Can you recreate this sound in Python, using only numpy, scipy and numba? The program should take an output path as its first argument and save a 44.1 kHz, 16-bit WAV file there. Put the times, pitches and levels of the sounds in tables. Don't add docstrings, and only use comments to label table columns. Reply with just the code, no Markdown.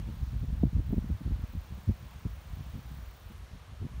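import sys
import numpy as np
from scipy import signal
from scipy.fft import rfft, irfft
from scipy.io import wavfile
from scipy.ndimage import uniform_filter1d
from numba import njit

SR = 44100
rng = np.random.default_rng(int(sys.argv[2]) if len(sys.argv) > 2 else 0)


def boost_factor(decibels):
    exponent = np.asarray(decibels, float) / 20
    return 10 ** exponent


def wav_record(signal):
    frames = np.transpose(np.atleast_2d(signal))
    bounded = np.clip(frames, -1, 1)
    quanta = np.round(bounded * 32767).astype(np.int16)
    wavfile.write(sys.argv[1], SR, quanta)


N = 176400


def pulse(t, hz):
    u = (np.pi * hz * t) ** 2
    return (1 - 2 * u) * np.exp(-u)


def eddies(table, wander, trim_db, count):
    ripple_db, ripple_ratio = -15.5, 2.37
    peak_share = 0.7
    half = SR // 10
    t = (np.arange(SR // 5) - half)[:, None] / SR
    out = np.zeros(N + SR)
    place = np.linspace(-0.5, 0.5, count)
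    for at_s, db, length_s, swing_hz in table:
        jitter, bluntness, sign, uneven = rng.standard_normal((4, count))
        since = t - length_s * (place + jitter / count / 3)
        pulse_hz = peak_share * swing_hz * np.exp(wander * np.tanh(bluntness))
        ripple = pulse(since - uneven / swing_hz / 4, ripple_ratio * pulse_hz)
        shape = pulse(since, pulse_hz) + boost_factor(ripple_db) * ripple
        swing = shape @ (np.sign(sign) * boost_factor(1.5 * uneven - 14 * place ** 2))
        level = boost_factor(db + trim_db) * np.sqrt(length_s * SR / np.sum(swing ** 2))
        start = int(at_s * SR)
        out[start:start + len(t)] += level * swing
    return out[half:half + N]


# (centre [s], level [dB], length [s], swing [Hz])
SLOW_EDDIES = [(0.433, -33.5, 0.044, 76.4), (0.512, -32, 0.057, 65.5), (0.654, -31, 0.056, 96),
               (0.754, -28.5, 0.033, 85), (0.801, -32, 0.031, 75), (0.899, -34, 0.0683, 87),
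               (0.99, -32.5, 0.051, 81.5), (1.073, -49, 0.037, 75), (1.127, -34.5, 0.05, 76.6),
               (1.305, -32, 0.081, 68.7), (1.37, -37.5, 0.13, 73), (1.577, -35.5, 0.036, 91),
               (1.738, -42.5, 0.061, 74.5), (1.902, -27.5, 0.033, 110), (2.269, -39.5, 0.027, 102),
               (2.337, -45, 0.097, 79), (2.486, -42.5, 0.032, 60), (2.604, -43, 0.048, 98),
               (2.752, -45, 0.07, 95), (2.925, -47.5, 0.11, 72), (3.042, -46, 0.095, 69),
               (3.267, -47.5, 0.032, 88), (3.396, -49.5, 0.088, 85), (3.443, -50.5, 0.025, 83.5),
               (3.537, -47.5, 0.05, 80), (3.627, -52.5, 0.042, 88), (3.705, -53, 0.059, 100),
               (3.774, -48.5, 0.021, 65), (3.842, -40, 0.055, 86), (3.968, -44, 0.078, 77.4)]


def thumps():
    lead_s = 0.006
    return np.roll(eddies(SLOW_EDDIES, wander=0.25, trim_db=4.6, count=5), -int(lead_s * SR))


# (centre [s], level [dB], length [s], swing [Hz])
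FAST_EDDIES = [(0.091, -36.5, 0.019, 200.0), (0.439, -33.5, 0.015, 240.0), (0.51, -36.5, 0.04, 190.0),
               (0.635, -16.5, 0.0068, 280.0), (0.759, -34, 0.053, 180.0), (0.797, -29.5, 0.0072, 240.0),
               (0.871, -43, 0.029, 190.0), (0.934, -26, 0.014, 280.0), (0.979, -26.5, 0.019, 210.0),
               (1.043, -41.5, 0.037, 220.0), (1.102, -33, 0.014, 210.0), (1.216, -37.5, 0.012, 270.0),
               (1.264, -34, 0.017, 190.0), (1.298, -39.0, 0.045, 240.0), (1.417, -42.5, 0.039, 210.0),
               (1.558, -41, 0.03, 200.0), (1.723, -39, 0.022, 190.0), (1.781, -44.5, 0.01, 230.0),
               (1.898, -26, 0.013, 220.0), (2.26, -26.5, 0.011, 190.0), (2.592, -42.5, 0.032, 190.0),
               (2.753, -39.5, 0.021, 210.0), (2.915, -46.5, 0.022, 210.0), (3.31, -45.5, 0.015, 240.0),
               (3.436, -55, 0.016, 260.0), (3.511, -58.5, 0.02, 240.0), (3.547, -48.5, 0.022, 200.0),
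               (3.735, -57, 0.036, 220.0), (3.856, -37, 0.022, 250.0), (3.966, -53, 0.03, 230.0)]
# (centre [s], level [dB], length [s], swing [Hz])
MORE_FAST_EDDIES = [
    (.655, -34.5, 0.025, 264),
    (2.03, -46, 0.027, 162),
    (2.783, -40.5, 0.016, 215),
    (3.824, -42.5, 0.013, 290),
    (.35, -40, 0.0296, 200),
    (.905, -39, 0.019, 240),
]


def bumps():
    main = eddies(FAST_EDDIES, wander=0.17, trim_db=-0.3, count=3)
    return main + eddies(MORE_FAST_EDDIES, wander=0.17, trim_db=-0.3, count=3)


def unit(x):
    return x / np.sqrt(np.mean(x ** 2))


def curve(table):
    return np.interp(np.arange(N) / SR, *np.array(table).T[:2])


def walk(rate_hz):
    hold = int(SR / rate_hz)
    steps = np.repeat(rng.standard_normal(N // hold + 1), hold)
    return 1.3 * uniform_filter1d(uniform_filter1d(steps, hold), hold)[:N]


def bands(colour, centres_hz, shared_db, own_db, own_rate_hz, x):
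    f = np.fft.rfftfreq(N, 1 / SR) + 1
    hz, db = np.array(colour).T
    tinted = rfft(x) * boost_factor(np.interp(np.log(f), np.log(hz), db, left=-80))
    out = 0
    for centre in centres_hz:
        share = np.cos(np.clip(2 * np.log2(f / centre), -1, 1) * np.pi / 2) ** 2
        out = out + irfft(tinted * share, N) * boost_factor(shared_db + own_db * walk(own_rate_hz))
    return unit(out)


# (time [s], level [dB])
GUST_LEVEL = [(0.0, -44), (0.1, -46), (0.52, -46), (0.75, -51.5), (0.95, -44.5), (1.49, -52), (1.89, -54),
              (1.97, -56), (2.86, -55), (3.09, -61), (3.71, -61.5), (3.89, -57), (4.0, -47.5)]
# (frequency [Hz], density [dB per Hz])
RUMBLE_COLOUR = [(25, -15), (40, -3), (60, 4.3), (100, -4), (160, -9.5), (250, -20), (400, -41), (700, -61)]


def rumble():
    puffs_per_s, spread_db, steady_db, trim_db = 140, 2.0, -6, 10
    hits = rng.random(N) < puffs_per_s / SR
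    puffs = hits * rng.standard_normal(N) * boost_factor(spread_db * rng.exponential(size=N))
    turbulence = unit(puffs) + boost_factor(steady_db) * rng.standard_normal(N)
    centres_hz = 16 * 2 ** np.arange(0, 6, 0.5)
    noise = bands(RUMBLE_COLOUR, centres_hz, 2.0 * walk(25), 1.8, 14, turbulence)
    return noise * boost_factor(curve(GUST_LEVEL) + trim_db)


@njit
def svf(x, hz, width):
    y, b, l = np.empty(len(x)), 0., 0.
    g, k = np.tan(np.pi * hz / SR), width / hz
    for i in range(len(x)):
        v = (b + g * (x[i] - l)) / (1 + g * (g + k))
        b, l, y[i] = 2 * v - b, l + 2 * g * v, k * v
    return y


# (frequency [Hz], density [dB per Hz])
HISS_COLOUR = [(200, -7), (500, -2.5), (1040, -2), (2100, -8), (3260, -10), (6500, -17), (9300, -20),
               (16000, -26)]
# (time [s], level [dB])
HISS_LEVEL = [(0.0, -54.5), (0.01, -61), (0.83, -62.5), (2.29, -61), (3.99, -62), (4.0, -60)]
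# (centre [Hz], width [Hz], depth [0-1])
REFLECTION_DIPS = [(4940, 330, 0.38), (7700, 1100, 0.37), (10530, 940, 0.55)]


def reeds():
    ticks_per_s, tick_db, spread_db, trim_db = 1100, -11.5, -0.5, 3.5
    swell_db, flicker_db = 0.27, 0.69
    hits = (rng.random(N) < ticks_per_s / SR) * boost_factor(spread_db * rng.exponential(size=N))
    leaves = rng.standard_normal(N) + boost_factor(tick_db) * unit(hits * rng.standard_normal(N))
    centres_hz = 2 ** np.arange(7, 14.6, 0.5)
    hiss = bands(HISS_COLOUR, centres_hz, swell_db * walk(3), flicker_db, 12, leaves)
    for hz, width_hz, depth in REFLECTION_DIPS:
        hiss = hiss - depth * svf(hiss, 1. * hz, 1. * width_hz)
    return hiss * boost_factor(curve(HISS_LEVEL) + trim_db)


# (time [s], level [dB])
BUZZ_LEVEL = [(0.0, -74), (0.01, -82), (0.14, -73), (0.82, -77), (0.87, -72), (1.37, -79), (1.52, -71),
              (1.61, -74.5), (3.21, -71.5), (3.3, -73)]
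# (time [s], peak level [dB])
LONE_TICKS = [
    (3.3783, -53),
    (3.493, -61),
    (3.5499, -57),
    (3.6207, -64),
    (3.8886, -54),
]
# (centre [Hz], width [Hz], level [dB])
WING_MODES = [(15200, 3400, 0.1), (12900, 2600, -10)]


def wing_strokes(t):
    rate_hz, sag_hz_per_s, tires_s, tire_hz_per_s = 36.6, 0.27, 3.1, 20
    rise, fall, gap_db, spread_db = 0.44, 0.15, -9, 1.5
    cycles = rate_hz * t + 0.88 - sag_hz_per_s * t ** 2 / 2
    cycles = cycles - tire_hz_per_s * np.clip(t - tires_s, 0, None) ** 2 / 2
    phase = cycles % 1 - 0.6
    reach = np.where(phase < 0, phase / rise, phase / fall)
    stroke = np.cos(np.clip(reach, -1, 1) * np.pi / 2)
    size = boost_factor(spread_db * rng.standard_normal(400))[cycles.astype(int)]
    return stroke * size + boost_factor(gap_db)


def wing_ring(x, flutter):
    flutter_db = 1.2
    out = 0
    for k, (hz, width_hz, db) in enumerate(WING_MODES):
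        mode = svf(svf(x, 1. * hz, 1. * width_hz), 1. * hz, 1.4 * width_hz)
        out = out + (-1) ** k * boost_factor(db + flutter_db * flutter[k]) * mode
    return out


def katydid():
    tooth_hz, tooth_blur = 750, 0.5
    stops_s, buzz_trim_db, tick_s, tick_trim_db = 3.338, 3.2, 0.0015, -8
    t = np.arange(N) / SR
    strokes = wing_strokes(t)
    tooth_phase = 2 * np.pi * np.cumsum(tooth_hz * np.exp(0.39 * walk(130))) / SR
    teeth = (0.5 + 0.5 * np.cos(tooth_phase)) ** 2
    buzz = unit(strokes * (teeth + tooth_blur))
    drive = buzz * boost_factor(curve(BUZZ_LEVEL) + buzz_trim_db) * (t < stops_s)
    for at_s, db in LONE_TICKS:
        drive = drive + boost_factor(db + tick_trim_db) * (t >= at_s) * np.exp(-np.abs(t - at_s) / tick_s)
    noise = rng.standard_normal(N)
    flutter = [walk(29.5) for _ in WING_MODES]
    return wing_ring(drive * noise, flutter) / np.std(wing_ring(noise, flutter))


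def scene():
    return (thumps() + bumps() + rumble() + reeds() + katydid())[None]


def top_cut(x):
    return signal.sosfilt(signal.butter(12, 16760, fs=SR, output="sos"), x)


def record(dry):
    mic_low_hz, top_hz = 43, 15730
    x = signal.sosfilt(signal.butter(4, mic_low_hz, "high", fs=SR, output="sos"), dry)
    x = signal.sosfilt(signal.ellip(12, 0.2, 60, top_hz, fs=SR, output="sos"), x)
    return top_cut(x)


dry = scene()
out = record(dry)
wav_record(out)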